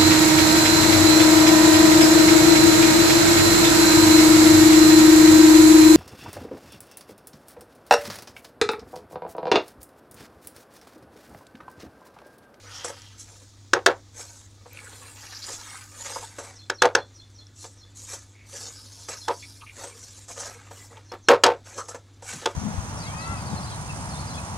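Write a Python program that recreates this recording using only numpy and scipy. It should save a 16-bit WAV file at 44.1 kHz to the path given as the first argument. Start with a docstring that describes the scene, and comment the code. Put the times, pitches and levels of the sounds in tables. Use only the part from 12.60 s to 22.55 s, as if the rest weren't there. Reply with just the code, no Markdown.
"""In a small kitchen, close by, a wooden spatula stirs thick, crumbly dough in a metal pan on a stove.
Streams of tiny random impulses, filtered, make it scrape, crumble and press; narrow bands squeak on the wall.
Bursts of raps on the rim are ringing tones and noise; they rock the pan, whose modes ring on its stand.
Filtered grains make a faint frying hiss; a mains hum (a wavering sine) runs under quiet noise for the air.
A small bird chirps faintly outside: short gliding tones with an echo."""
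import sys
import numpy as np
from scipy import signal
from scipy.fft import rfft, irfft, next_fast_len
from scipy.io import wavfile
from scipy.ndimage import uniform_filter1d, minimum_filter1d, map_coordinates

SR = 44100
rng = np.random.default_rng(int(sys.argv[2]) if len(sys.argv) > 2 else 0)


def wav_record(signal):
    """Record a signal, one row per channel, as 16-bit PCM in the file named by sys.argv[1]."""
    frames = np.transpose(np.atleast_2d(signal))
    bounded = np.clip(frames, -1, 1)
    # unit amplitude maps onto the largest positive 16-bit level
    quanta = np.round(bounded * 32767).astype(np.int16)
    wavfile.write(sys.argv[1], SR, quanta)


N = 438794  # length in samples

# Levels in the tables are relative: each function adds its own trim in dB.


def amp(db):
    """Turn decibels into a gain."""
    return 10 ** (np.asarray(db) / 20)


def unit(x):
    """Scale to an rms of 1."""
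    return x / np.sqrt(np.mean(x ** 2) + 1e-20)


def along(points, hz):
    """Read a curve of (Hz, value) points, with straight lines on a log frequency axis."""
    f, v = np.transpose(points)
    return np.interp(np.log(hz + 1), np.log(f + 1), v)


def wobble(rate):
    """A smooth random curve through `rate` random points a second."""
    knots = rng.standard_normal(int(N * rate / SR) + 4)
    return map_coordinates(knots, [np.arange(N) * rate / SR])


def add(track, s, x):
    """Mix x into the track, starting at s seconds."""
    start = max(round(s * SR), 0)
    track[start:start + len(x)] += x[:len(track) - start]


def filtered(x, response):
    """Multiply the spectrum of x by a complex function of frequency."""
    n = x.shape[-1]
    m = 2 * next_fast_len(n // 2 + 4096)  # padded, so that tails do not wrap round
    return irfft(rfft(x, m) * response(np.fft.rfftfreq(m, 1 / SR)), m)[..., :n]


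def coloured(x, points):
    """Shape x to a curve of gains in dB, with a filter that only acts after its input."""
    def response(hz):
        cepstrum = irfft(np.log(amp(along(points, hz))))
        half = len(cepstrum) // 2
        # folding the cepstrum forward in time gives minimum phase
        return np.exp(rfft(np.r_[cepstrum[0], 2 * cepstrum[1:half]], 2 * half))
    return filtered(x, response)


def resonate(x, modes):
    """Ring x through parallel resonances, each (centre Hz, width Hz, gain dB)."""
    def response(f):
        return sum(amp(db) * 1j * f * width / (centre * centre - f * f + 1j * f * width)
                   for centre, width, db in modes)
    return filtered(x, response)


def grains(rate, spread_db, size):
    """Tiny impulses at random moments, `rate` a second on average and uneven in strength, rms 1."""
    hits = rng.random(size) < rate / SR
    signs = rng.choice([-1, 1], size)
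    return unit(hits * signs * amp(spread_db * rng.standard_normal(size)))


def body(force, colour, modes, ring_db):
    """A struck or rubbed body answers with a broad colour plus ringing modes, rms 1."""
    broad = unit(coloured(force, colour))
    ring = unit(resonate(force, modes))
    return unit(broad + amp(ring_db) * ring)


def echo(x, decay):
    """Smear x with a noise tail in which each frequency dies at its own speed."""
    hz, t, z = signal.stft(rng.standard_normal(SR // 2), SR, nperseg=256)
    fading = z * amp(-60 * t / along(decay, hz)[:, None])
    tail = signal.istft(fading, SR, nperseg=256)[1]
    return signal.fftconvolve(x, tail / np.linalg.norm(tail))[:N]


# Colour of dough grains scraped over metal. Each row: frequency in Hz, gain in dB.
SCRAPE_COLOUR = [(2000, -17.5), (4400, -1.5), (6000, -3), (8000, -4.5), (10000, -7.5), (12500, -16),
                 (15500, -38)]
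# Colour of crumbling dough. Each row: frequency in Hz, gain in dB.
CRUMBLE_COLOUR = [(400, -24), (800, -9.5), (1200, 6), (2000, 5), (3000, -2.5), (4500, -4), (8000, -43.5)]
# Colour of dough pressed on the pan. Each row: frequency in Hz, gain in dB.
PUSH_COLOUR = [(60, -28.5), (180, -14.5), (300, -6.5), (450, 5), (780, 1), (1200, -1.5), (3000, -49.5)]
# Resonances of the loaded pan, also used by the blows below.
# Each row: frequency in Hz, width in Hz, gain in dB.
PAN_MODES = [(375, 20, 2), (485.5, 33, 5), (555, 55, -1), (673, 25, -6), (892, 28, -3.5), (1090, 36, -9),
             (1333, 48, -7.5), (1540, 49, -11)]


def stirring():
    """Grains of dough drag over the metal, break apart and press on the pan, all in small jerks."""
    scrape_db, crumble_db, push_db, centre, bare = strokes()
    jerk_db = 1.5 * wobble(60) + 1.6 * wobble(190)

    dragging = travelling(coloured(grains(4200, 4.0, N), SCRAPE_COLOUR))
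    grit = gliding(dragging, centre) + amp(-19.5) * crumbs(rate=53, hz=6450, cycles=3)
    ringing = wall(grains(600, 3, N))
    scrape = np.sqrt(1 - bare) * grit + np.sqrt(bare) * ringing
    scrape = amp(scrape_db + jerk_db / 2) * scrape  # scraping jerks half as much, in dB

    rubbing = travelling(coloured(grains(2500, 1.8, N), CRUMBLE_COLOUR))
    clots = crumbs(rate=220, hz=1537, cycles=6.4)
    crumble = amp(crumble_db - 2.7) * unit(rubbing + clots / 2)

    pressing = travelling(body(grains(900, 1.2, N), PUSH_COLOUR, PAN_MODES, ring_db=-7.0))
    pops = crumbs(rate=55, hz=816, cycles=4.1)
    push = amp(push_db - 2.0) * unit(pressing + pops / 2)
    return scrape + (crumble + push) * amp(jerk_db)


# Strokes of the spatula. Each row: start in seconds, rise in seconds, hold in seconds, level of scraping
# on metal in dB, of crumbling dough in dB, of pushing on the pan in dB, centre of the scrape in Hz.
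SPATULA_STROKES = [(-.2, 0.39, 0.062, -47.5, -46.5, -50, 5300),
                   (0.271, 0.014, 0.0033, -39.5, -45, -42, 6690),
                   (0.573, 0.025, 0.012, -41.5, -55, -72, 7340),
                   (0.654, 0.034, .12, -54.5, -61, -59.5, 7190),
                   (1.525, 0.067, 0.029, -41, -49.5, -49.5, 7000),
                   (1.614, 0.044, 0.13, -52.5, -61, -61, 6920), (2.001, 0.22, 0.26, -49, -50, -55.5, 8050),
                   (2.51, 0.098, 0.32, -46, -47, -63, 5560), (2.773, 0.129, 0.04, -39, -48, -49.5, 6710),
                   (2.949, 0.12, 0.099, -45, -43, -64, 8100),
                   (3.225, 0.28, 0.039, -37.5, -40.5, -44.5, 7000),
                   (3.776, 0.02, 0.09, -49, -46, -48.5, 7470), (4.927, 0.1, 0.01, -44, -62.5, -61, 6830),
                   (5.34, 0.03, 0.14, -45, -62.5, -65.5, 6810),
                   (5.449, 0.071, 0.015, -39, -44, -50.5, 6970), (5.839, .13, 0.075, -39, -49, -50, 6200),
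                   (6.118, 0.076, 0.24, -48, -61.5, -63, 5400), (6.473, 0.017, 0.046, -40, -42, -46, 6115),
                   (6.508, 0.082, 0.27, -47.5, -60, -73, 5310), (7.088, 0.12, 0.043, -43, -46, -45.5, 7700),
                   (7.27, 0.11, 0.2, -48.5, -60, -67.5, 6820), (7.662, 0.045, 0.016, -41, -48, -45.5, 6880),
                   (7.738, 0.04, 0.1, -42, -46, -46.5, 6650), (7.925, 0.034, 0.11, -59.5, -53, -59, 7940),
                   (8.09, .07, 0.075, -50, -53.5, -59, 7570), (8.276, 0.058, 0.04, -61, -54.5, -49.5, 5910),
                   (9.031, 0.033, 0.08, -49.5, -49, -51, 6870), (9.128, 0.049, 0.023, -42, -50, -38, 6010),
                   (9.274, 0.015, 0.022, -45, -46.5, -45.5, 7190),
                   (9.618, 0.085, 0.032, -36.5, -37.5, -46.5, 7020),
                   (9.776, 0.039, 0.074, -49.5, -44.5, -48, 5010)]
# Levels between strokes, in one row: scraping in dB, crumbling in dB, pushing in dB.
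RESTING_DB = [-67, -66.5, -71]
SWELL_POWER, PUSH_POWER = 1.44, 1.53  # bend of the rise; pushing follows mostly the height of the effort
RELEASE_S, RELEASE_SHARE = 0.015, 0.38  # effort falls to 1/e in this time plus this share of rise + hold
TRICKLE_DB, TRICKLE_S = -23, 0.13  # loose dough slides back after a stroke: its level and 1/e time
BARE_S, BARE_SHARE = 0.13, 0.54  # strokes shorter than this stay on bare metal; greatest ringing share


def strokes():
    """Each stroke swells, holds and lets go: gives three levels in dB, scrape centre in Hz, ringing share."""
    t = np.arange(0, N, 32) / SR  # a coarse time grid is enough
    power = amp(RESTING_DB)[:, None] ** 2 * np.ones(len(t))
    # centre and ringing share are averages weighted by the scraping power
    centre = np.mean([row[-1] for row in SPATULA_STROKES]) * power[0]
    bare = np.zeros(len(t))
    for s, rise, hold, scrape_db, crumble_db, push_db, centre_hz in SPATULA_STROKES:
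        attack = np.clip((t - s) / rise, 0, 1) ** SWELL_POWER
        after = np.maximum(t - s - rise - hold, 0)
        effort = attack * np.exp(-after / (RELEASE_S + RELEASE_SHARE * (rise + hold)))
        trickle = attack * amp(TRICKLE_DB) * np.exp(-after / TRICKLE_S)
        sliding = np.maximum(effort, trickle)
        scrape, crumble = amp(scrape_db) * sliding, amp(crumble_db) * sliding
        push = amp(push_db) * effort ** PUSH_POWER
        layers = np.array([scrape, crumble, push]) ** 2
        power += layers
        centre += centre_hz * layers[0]
        bare += BARE_SHARE / (1 + ((rise + hold) / BARE_S) ** 6) * layers[0]
    curves = (*(10 * np.log10(power)), centre / power[0], bare / power[0])
    return [np.interp(np.arange(N) / SR, t, curve) for curve in curves]


def travelling(x):
    """The contact point moves over the pan: its fine resonances and broad colour keep changing, rms 1."""
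    hz, t, z = signal.stft(x, SR, nperseg=1024)

    def patches(size, frames):
        """Random values smoothed over `size` frequency bins and, twice, over `frames` time frames."""
        field = uniform_filter1d(rng.standard_normal(z.shape), size, 0)
        for _ in range(2):
            field = uniform_filter1d(field, frames, axis=1, mode="wrap")
        return unit(field)
    gain_db = 4 * patches(size=2, frames=7) + 2.8 * patches(size=18, frames=2)
    return unit(signal.istft(z * amp(gain_db), SR, nperseg=1024)[1][:N])


HUMP_DB, HUMP_OCTAVES = 7.5, 0.26  # resonance under the blade: height and half width


def gliding(x, centre):
    """A broad resonance under the blade moves along the centre curve, rms 1."""
    hz, t, z = signal.stft(x, SR, nperseg=512)
    octaves = np.log2((hz[:, None] + 1) / np.interp(t, np.arange(N) / SR, centre))
    hump_db = HUMP_DB * np.exp(-(octaves / HUMP_OCTAVES) ** 2 / 2)
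    return unit(signal.istft(z * amp(hump_db), SR, nperseg=512)[1][:N])


def crumbs(rate, hz, cycles):
    """Clots of dough tear and drop one by one: short damped pops, each at its own pitch, rms 1."""
    draws = rng.random((int(rate * N / SR), 3))  # one row a pop: place, pitch, strength
    t = np.arange(SR // 40) / SR
    pitch = hz * 4 ** (draws[:, 1:2] - .5)  # up to an octave either way
    strength = amp(14 * draws[:, 2:])
    pops = strength * np.sin(2 * np.pi * pitch * t) * np.exp(-pitch * t / cycles)
    where = (draws[:, :1] * N).astype(int) + np.arange(len(t))
    return unit(np.bincount(where.ravel(), pops.ravel(), N)[:N])


# Ringing of the bare wall under the blade. Each row: frequency in Hz, gain in dB.
WALL_MODES = [(5510, 0), (5830, 1), (6220, 3.5), (6520, 1), (7280, 3), (7740, 1), (8340, -6.5), (9820, -9),
              (10700, -11.5)]


def wall(force):
    """The bare metal rings with its high modes and stays hollow below them, rms 1."""
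    ring = resonate(force, [(hz, 45, db) for hz, db in WALL_MODES])  # each 45 Hz wide
    band = signal.butter(5, (5000, 11500), "band", fs=SR, output="sos")
    return unit(signal.sosfilt(band, ring))


# Raps on the rim and their rebounds. Each row: start in seconds, crack level in dB, rocking level in dB,
# rocking time in seconds, brightness (noise against wood) in dB, treble width from 0 to 1.
RIM_RAPS = [(1.1331, -12.5, -24, 0.041, -7.5, 0), (1.261, -9.5, -18.5, 0.04, -2.5, 0.33),
            (4.098, -22.5, -34, 0.018, -6.5, 0.98), (4.2195, -13, -15, 0.039, -5, 0.7),
            (4.253, -29, -38, 0.0118, 14.5, 0.95), (4.35, -14, -24, 0.029, -4, 1),
            (6.681, -28.5, -25.5, 0.027, -2.5, 0), (8.685, -11, -11, 0.048, -6, 0.02),
            (8.836, -6, -13.5, 0.039, 6.5, 0.01), (8.863, -23.5, -24, 0.059, 11, 0),
            (9.857, -23, -18.5, 0.01, 5.5, 0)]
# Tones of spatula and rim at the blow. 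Each row: frequency in Hz, level in dB, time to fall 60 dB in seconds.
RIM_TONES = [(367, -8, 0.079), (517, -7.5, 0.027), (1105, -3.5, .025), (2180, -10, 0.019),
             (2660, -2.5, 0.014), (3170, -4.5, 0.017), (3800, -8.5, 0.012), (5280, -11, 0.031),
             (6480, -12, 0.039), (7880, -10.5, 0.013)]
# Colour of the noise in the crack. Each row: frequency in Hz, gain in dB.
CRACK_COLOUR = [(60, -30.5), (200, -36), (400, 5.5), (1500, 2.5), (2300, -6.5), (3200, 0), (5600, 0),
                (8000, -8.5), (15000, -32.5)]
# Colour of the pan rocking, also used for its clunks. Each row: frequency in Hz, gain in dB.
ROCK_COLOUR = [(40, -31), (120, -15.5), (240, -14), (370, 4), (750, 2.5), (1300, -4.5), (2200, -13),
               (5000, -24.5), (15000, -53)]
# The wooden blade's note rises while it is pressed on the rim: its time, two pitches and level.
THOCK_S, THOCK_HZ, THOCK_END_HZ, THOCK_DB = .008, 1062, 2060, 3.5


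def raps():
    """A hard crack on the rim; then the pan chatters on its stand and settles. Gives mid and side."""
    mid, side = np.zeros(N), np.zeros(N)
    t = np.arange(SR // 3) / SR
    treble = signal.butter(8, 4800, "high", fs=SR, output="sos")
    for s, crack_db, rock_db, rock_time, bright_db, width in RIM_RAPS:
        ring = np.zeros(len(t))
        for hz, db, t60 in RIM_TONES:
            fade = amp(db + rng.standard_normal() - 60 * t / t60)
            ring += fade * np.sin(2 * np.pi * (hz * rng.normal(1, 0.015) * t + rng.random()))
        ring *= 1 - np.exp(-t / 0.0011)
        pressed = np.minimum(t / THOCK_S, 1)
        thock_hz = THOCK_HZ + (THOCK_END_HZ - THOCK_HZ) * pressed
        thock = np.sin(np.pi * pressed) ** 2 * np.sin(2 * np.pi * np.cumsum(thock_hz) / SR)
        wood = unit(unit(ring) + amp(THOCK_DB) * unit(thock))
        contact = (1 - np.exp(-t / 0.013)) * np.exp(-(t / 0.0049) ** 2)
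        snap, spray = coloured(rng.standard_normal((2, len(t))) * contact, CRACK_COLOUR)
        crack = unit(wood + amp(bright_db + 0.5) * unit(snap))
        add(mid, s, amp(crack_db - 13.0) * crack)
        # treble noise spreads the crack between left and right
        spray = signal.sosfilt(treble, spray)
        add(side, s, width * amp(crack_db - 27.0) * unit(spray))

        late = np.maximum(t - rock_time, 0)  # time since the rocking ended
        settling = (1 - np.exp(-t / 0.0049)) * amp(-60 * late / 0.15 - 5 * t / rock_time)
        chatter = unit(coloured(grains(800, 3.0, len(t)) * settling, ROCK_COLOUR))
        # the pan's own modes are kept ringing for as long as it rocks
        drone = np.zeros(len(t))
        for hz, band, db in PAN_MODES:
            fade = amp(db + 2 * rng.standard_normal()) * np.exp(-np.pi * band * late)
            drone += fade * np.sin(2 * np.pi * (hz * t + rng.random()))
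        drone = unit(drone * (1 - np.exp(-t / 0.0072)) * amp(-3 * t / rock_time))
        rocking = np.std(settling) * (chatter + amp(-2.5) * drone)
        add(mid, s + .003, amp(rock_db + 1.5) * rocking)
    return mid, side


# The pan drops back on its stand. Each row: start in seconds, level in dB.
STAND_CLUNKS = [(1.273, -8), (4.234, -10.5), (8.699, -7), (8.716, -7), (8.92, -32)]


def clunks():
    """The rocking pan lands on its stand: a short noise burst sounds its body as a low knock."""
    out, t = np.zeros(N), np.arange(SR // 4) / SR
    for s, db in STAND_CLUNKS:
        burst = rng.standard_normal(len(t)) * amp(-60 * t / 0.016)
        add(out, s, amp(db - 24) * body(burst, ROCK_COLOUR, PAN_MODES, ring_db=-4.5))
    return out


# Soft bumps of the spatula inside the pan.
# Each row: time in seconds (the sound starts 1 ms before), knock level in dB, scrape level in dB.
SOFT_BUMPS = [(0.244, -20, -26), (.298, -25, -43), (1.593, -31.5, -42.5), (2.058, -33, -67),
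              (2.884, -27.5, -46), (3.562, -22.5, -38.5), (3.784, -22, -35), (5.042, -29, -39),
              (5.532, -28.5, -29), (6.485, -25, -30), (7.235, -26, -34.5), (7.683, -36.5, -42.5),
              (7.797, -33, -29.5), (8.11, -28.5, -45.5), (8.517, -23.5, -64.5), (8.536, -22, -60),
              (9.179, -26, -32.5), (9.284, -29.5, -33), (9.346, -21.5, -40.5), (9.622, -31.5, -42),
              (9.822, -28, -61.5)]
# Colour of the dull knock. Each row: frequency in Hz, gain in dB.
KNOCK_COLOUR = [(250, -18), (480, 2.5), (1300, -3.5), (2300, -16.5), (5000, -24), (12000, -53)]


def bumps():
    """Dough cushions these blows: a dull knock and a short skid that rings the wall."""
    out, t = np.zeros(N), np.arange(SR // 4) / SR
    cushion = 1 - np.exp(-t / 0.0022)
    for s, db, scrape_db in SOFT_BUMPS:
        blow = grains(2500, 1.8, len(t)) * amp(-60 * t / 0.085)
        knock = body(blow, KNOCK_COLOUR, PAN_MODES, ring_db=-4.5)
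        slips = grains(5900, 2.4, len(t)) * amp(-60 * t / 0.1)
        skid = unit(wall(slips) + amp(-10.0) * unit(coloured(slips, SCRAPE_COLOUR)))
        add(out, s - .001, cushion * (amp(db - 23.0) * knock + amp(scrape_db - 16.5) * skid))
    return out


# Crumbs snapping. Each row: start in seconds, pitch in Hz, level in dB.
CRUMB_TICKS = [(0.419, 5600, -23), (2.132, 13000, -24), (3.157, 7000, -21), (4.868, 5500, -26.5),
               (8.371, 2770, -25.5), (8.52, 5360, -17)]


def ticks():
    """A dry crumb snaps: a very short noise burst passes one band twice."""
    out, t = np.zeros(N), np.arange(SR // 4) / SR
    for s, hz, db in CRUMB_TICKS:
        band = [(hz, 1600, 0)]
        burst = rng.standard_normal(len(t)) * amp(-60 * t / .008)
        snap = resonate(resonate(burst, band), band)
        add(out, s, amp(db - 40.0) * unit(snap))
    return out


# Wood sticking and slipping on metal, from single slips to long rubs.
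# Each row: start in seconds, length in seconds, pitch in Hz, level in dB.
WOOD_SQUEAKS = [(0, 0.62, 3080, -55), (0, 0.35, 1360, -53), (0.082, 0.22, 3160, -47.5),
                (0.033, 0.22, 1900, -56), (0.11, 0.12, 5600, -44), (2.088, 0.14, 2360, -54),
                (2.172, 0.0026, 2500, -40.5), (2.188, 0.0038, 2260, -41), (2.254, 0.033, 1500, -46.5),
                (2.74, 0.046, 5100, -40.5), (2.813, 0.046, 4540, -39), (3.556, 0.017, 910, -32.5),
                (3.605, 0.046, 885, -43), (5.733, 0.15, 2210, -57.5), (5.898, 1.43, 9700, -60),
                (6.675, 0.037, 930, -24.5), (6.821, 0.036, 2280, -46.5), (7.01, 0.039, 1150, -47.5),
                (7.007, 0.025, 2720, -50), (7.054, 0.07, 2370, -46.5), (9.174, 0.055, 1180, -35)]


def squeaks():
    """Quick uneven slips of the blade ring one narrow band."""
    out = np.zeros(N)
    for s, length, hz, db in WOOD_SQUEAKS:
        swell = signal.windows.tukey(int(length * SR), .5)
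        band = [(hz, 0.26 * hz, 0)]
        slips = swell * grains(2000, 3.8, len(swell))
        slips = np.pad(slips, (0, SR // 100))  # room to ring on
        add(out, s, amp(db - 2.5) * unit(resonate(resonate(slips, band), band)))
    return out


# Lumps of dough dropping. Each row: start in seconds, level in dB.
DOUGH_LUMPS = [(9.735, -30.5)]


def lumps():
    """A falling lump lands with a low, soft thud: fading noise through one low resonance."""
    out, t = np.zeros(N), np.arange(SR // 4) / SR
    for s, db in DOUGH_LUMPS:
        burst = rng.standard_normal(len(t)) * amp(-60 * t / 0.24)
        add(out, s, amp(db - 19.0) * unit(resonate(burst, [(165, 47, 0)])))
    return out


# Dry, sandy crumbs sliding down the wall. Each row: start in seconds, length in seconds, level in dB.
CRUMB_SIFTS = [(2.053, 1.5, -64), (8.075, 0.24, -65)]
# Colour of the sandy crumbs. Each row: frequency in Hz, gain in dB.
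SAND_COLOUR = [(7000, -30.5), (11000, -4.5), (13500, -2), (15500, -11)]


def sifts():
    """The finest crumbs slide over the metal with a very high hiss."""
    out = np.zeros(N)
    for s, length, db in CRUMB_SIFTS:
        swell = signal.windows.tukey(int(length * SR), .5)
        hiss = unit(coloured(grains(6000, 2, len(swell)), SAND_COLOUR))
        add(out, s, amp(db) * swell * hiss)
    return out


# Colour of the frying hiss. Each row: frequency in Hz, gain in dB.
SIZZLE_COLOUR = [(2500, -24), (3600, -9), (6400, -5), (11000, -27.5)]
SIZZLE_DB, SIZZLE_FALL_DB_PER_S = -59.5, 2  # level at the start, and how fast it quietens


def sizzle():
    """The hot dough fries with a faint, fine hiss of dense grains that dies down."""
    t = np.arange(N) / SR
    hiss = unit(coloured(grains(9000, 2, N), SIZZLE_COLOUR))
    return amp(SIZZLE_DB - SIZZLE_FALL_DB_PER_S * t) * hiss


# Chirps of the bird. 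Each row: time in seconds (the sound starts 8 ms before), level in dB.
BIRD_CHIRPS = [(3.941, -44.5), (4.129, -44), (4.334, -43.5), (4.53, -46), (4.735, -48), (4.96, -53),
               (5.16, -49), (6.36, -49), (6.56, -43), (6.75, -48), (8.44, -50), (8.621, -49)]
# Notes of one chirp. Each row: delay in seconds, length in seconds, start pitch in Hz, end pitch in Hz,
# level in dB, pitch tremble as a share of the pitch.
CHIRP_NOTES = [(0, .056, 6500, 4900, -1, .04), (0.047, 0.031, 4380, 3980, 3.5, .006),
               (0.074, .026, 3330, 3620, 0, .006)]
# Echo of the walls outside. Each row: frequency in Hz, time to fall 60 dB in seconds.
YARD_ECHO = [(3000, .22), (7000, .22)]


def bird():
    """Chirps of three short notes, the first a buzzy downward slur, smeared by the walls outside."""
    out = np.zeros(N)
    for s, db in BIRD_CHIRPS:
        for delay, length, start_hz, end_hz, note_db, tremble in CHIRP_NOTES:
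            size = int(length * SR)
            waver = unit(uniform_filter1d(rng.standard_normal(size), size=60))
            hz = np.linspace(start_hz, end_hz, size) * (1 + tremble * waver)
            hz = hz * rng.normal(1, .006)  # no two notes quite alike
            note = signal.windows.hann(size) * np.sin(2 * np.pi * np.cumsum(hz) / SR)
            level = amp(db + note_db + rng.standard_normal())
            add(out, s + delay - .008, level * echo(note, YARD_ECHO))
    return out


def hum():
    """Mains hum: one steady low sine whose phase and level waver slightly."""
    t = np.arange(N) / SR
    tone = np.sqrt(2) * np.sin(2 * np.pi * 99.6 * t + .04 * wobble(2.7))
    return amp(-52.5 + .3 * wobble(4.6)) * tone


# Colour of the quiet air of the room. Each row: frequency in Hz, gain in dB.
AIR_COLOUR = [(25, -14.5), (99, -4.5), (173, -20.5), (281, -11), (433, -24), (2920, -36), (3530, -27),
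              (15000, -56.5)]


def air():
    """The quiet air of the room is steady noise, strongest in the bass."""
    return amp(-56.5) * unit(coloured(rng.standard_normal(N), AIR_COLOUR))


# Echo of the kitchen. Each row: frequency in Hz, time to fall 60 dB in seconds.
KITCHEN_ECHO = [(300, 0.17), (2000, 0.14), (12000, 0.037)]


def scene():
    """All sounds of the pan share the kitchen's echo; bird, hum and air join them. Gives left and right."""
    knocks, side = raps()
    pan = stirring() + knocks + clunks() + bumps() + ticks() + squeaks() + lumps() + sifts() + sizzle()
    mid = pan + amp(-12.5) * echo(pan, KITCHEN_ECHO) + bird() + hum() + air()
    return np.array([mid + side, mid - side])


def record(dry):
    """A fast limiter turns peaks above full scale down to it; then all above 15.8 kHz is cut."""
    needed = 1 / np.maximum(np.abs(dry).max(0), 1)
    gain = uniform_filter1d(minimum_filter1d(needed, size=89), size=89)  # 89 samples: about 2 ms
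    return filtered(dry * gain, lambda hz: hz < 15800)


dry = scene()
out = record(dry)
wav_record(out)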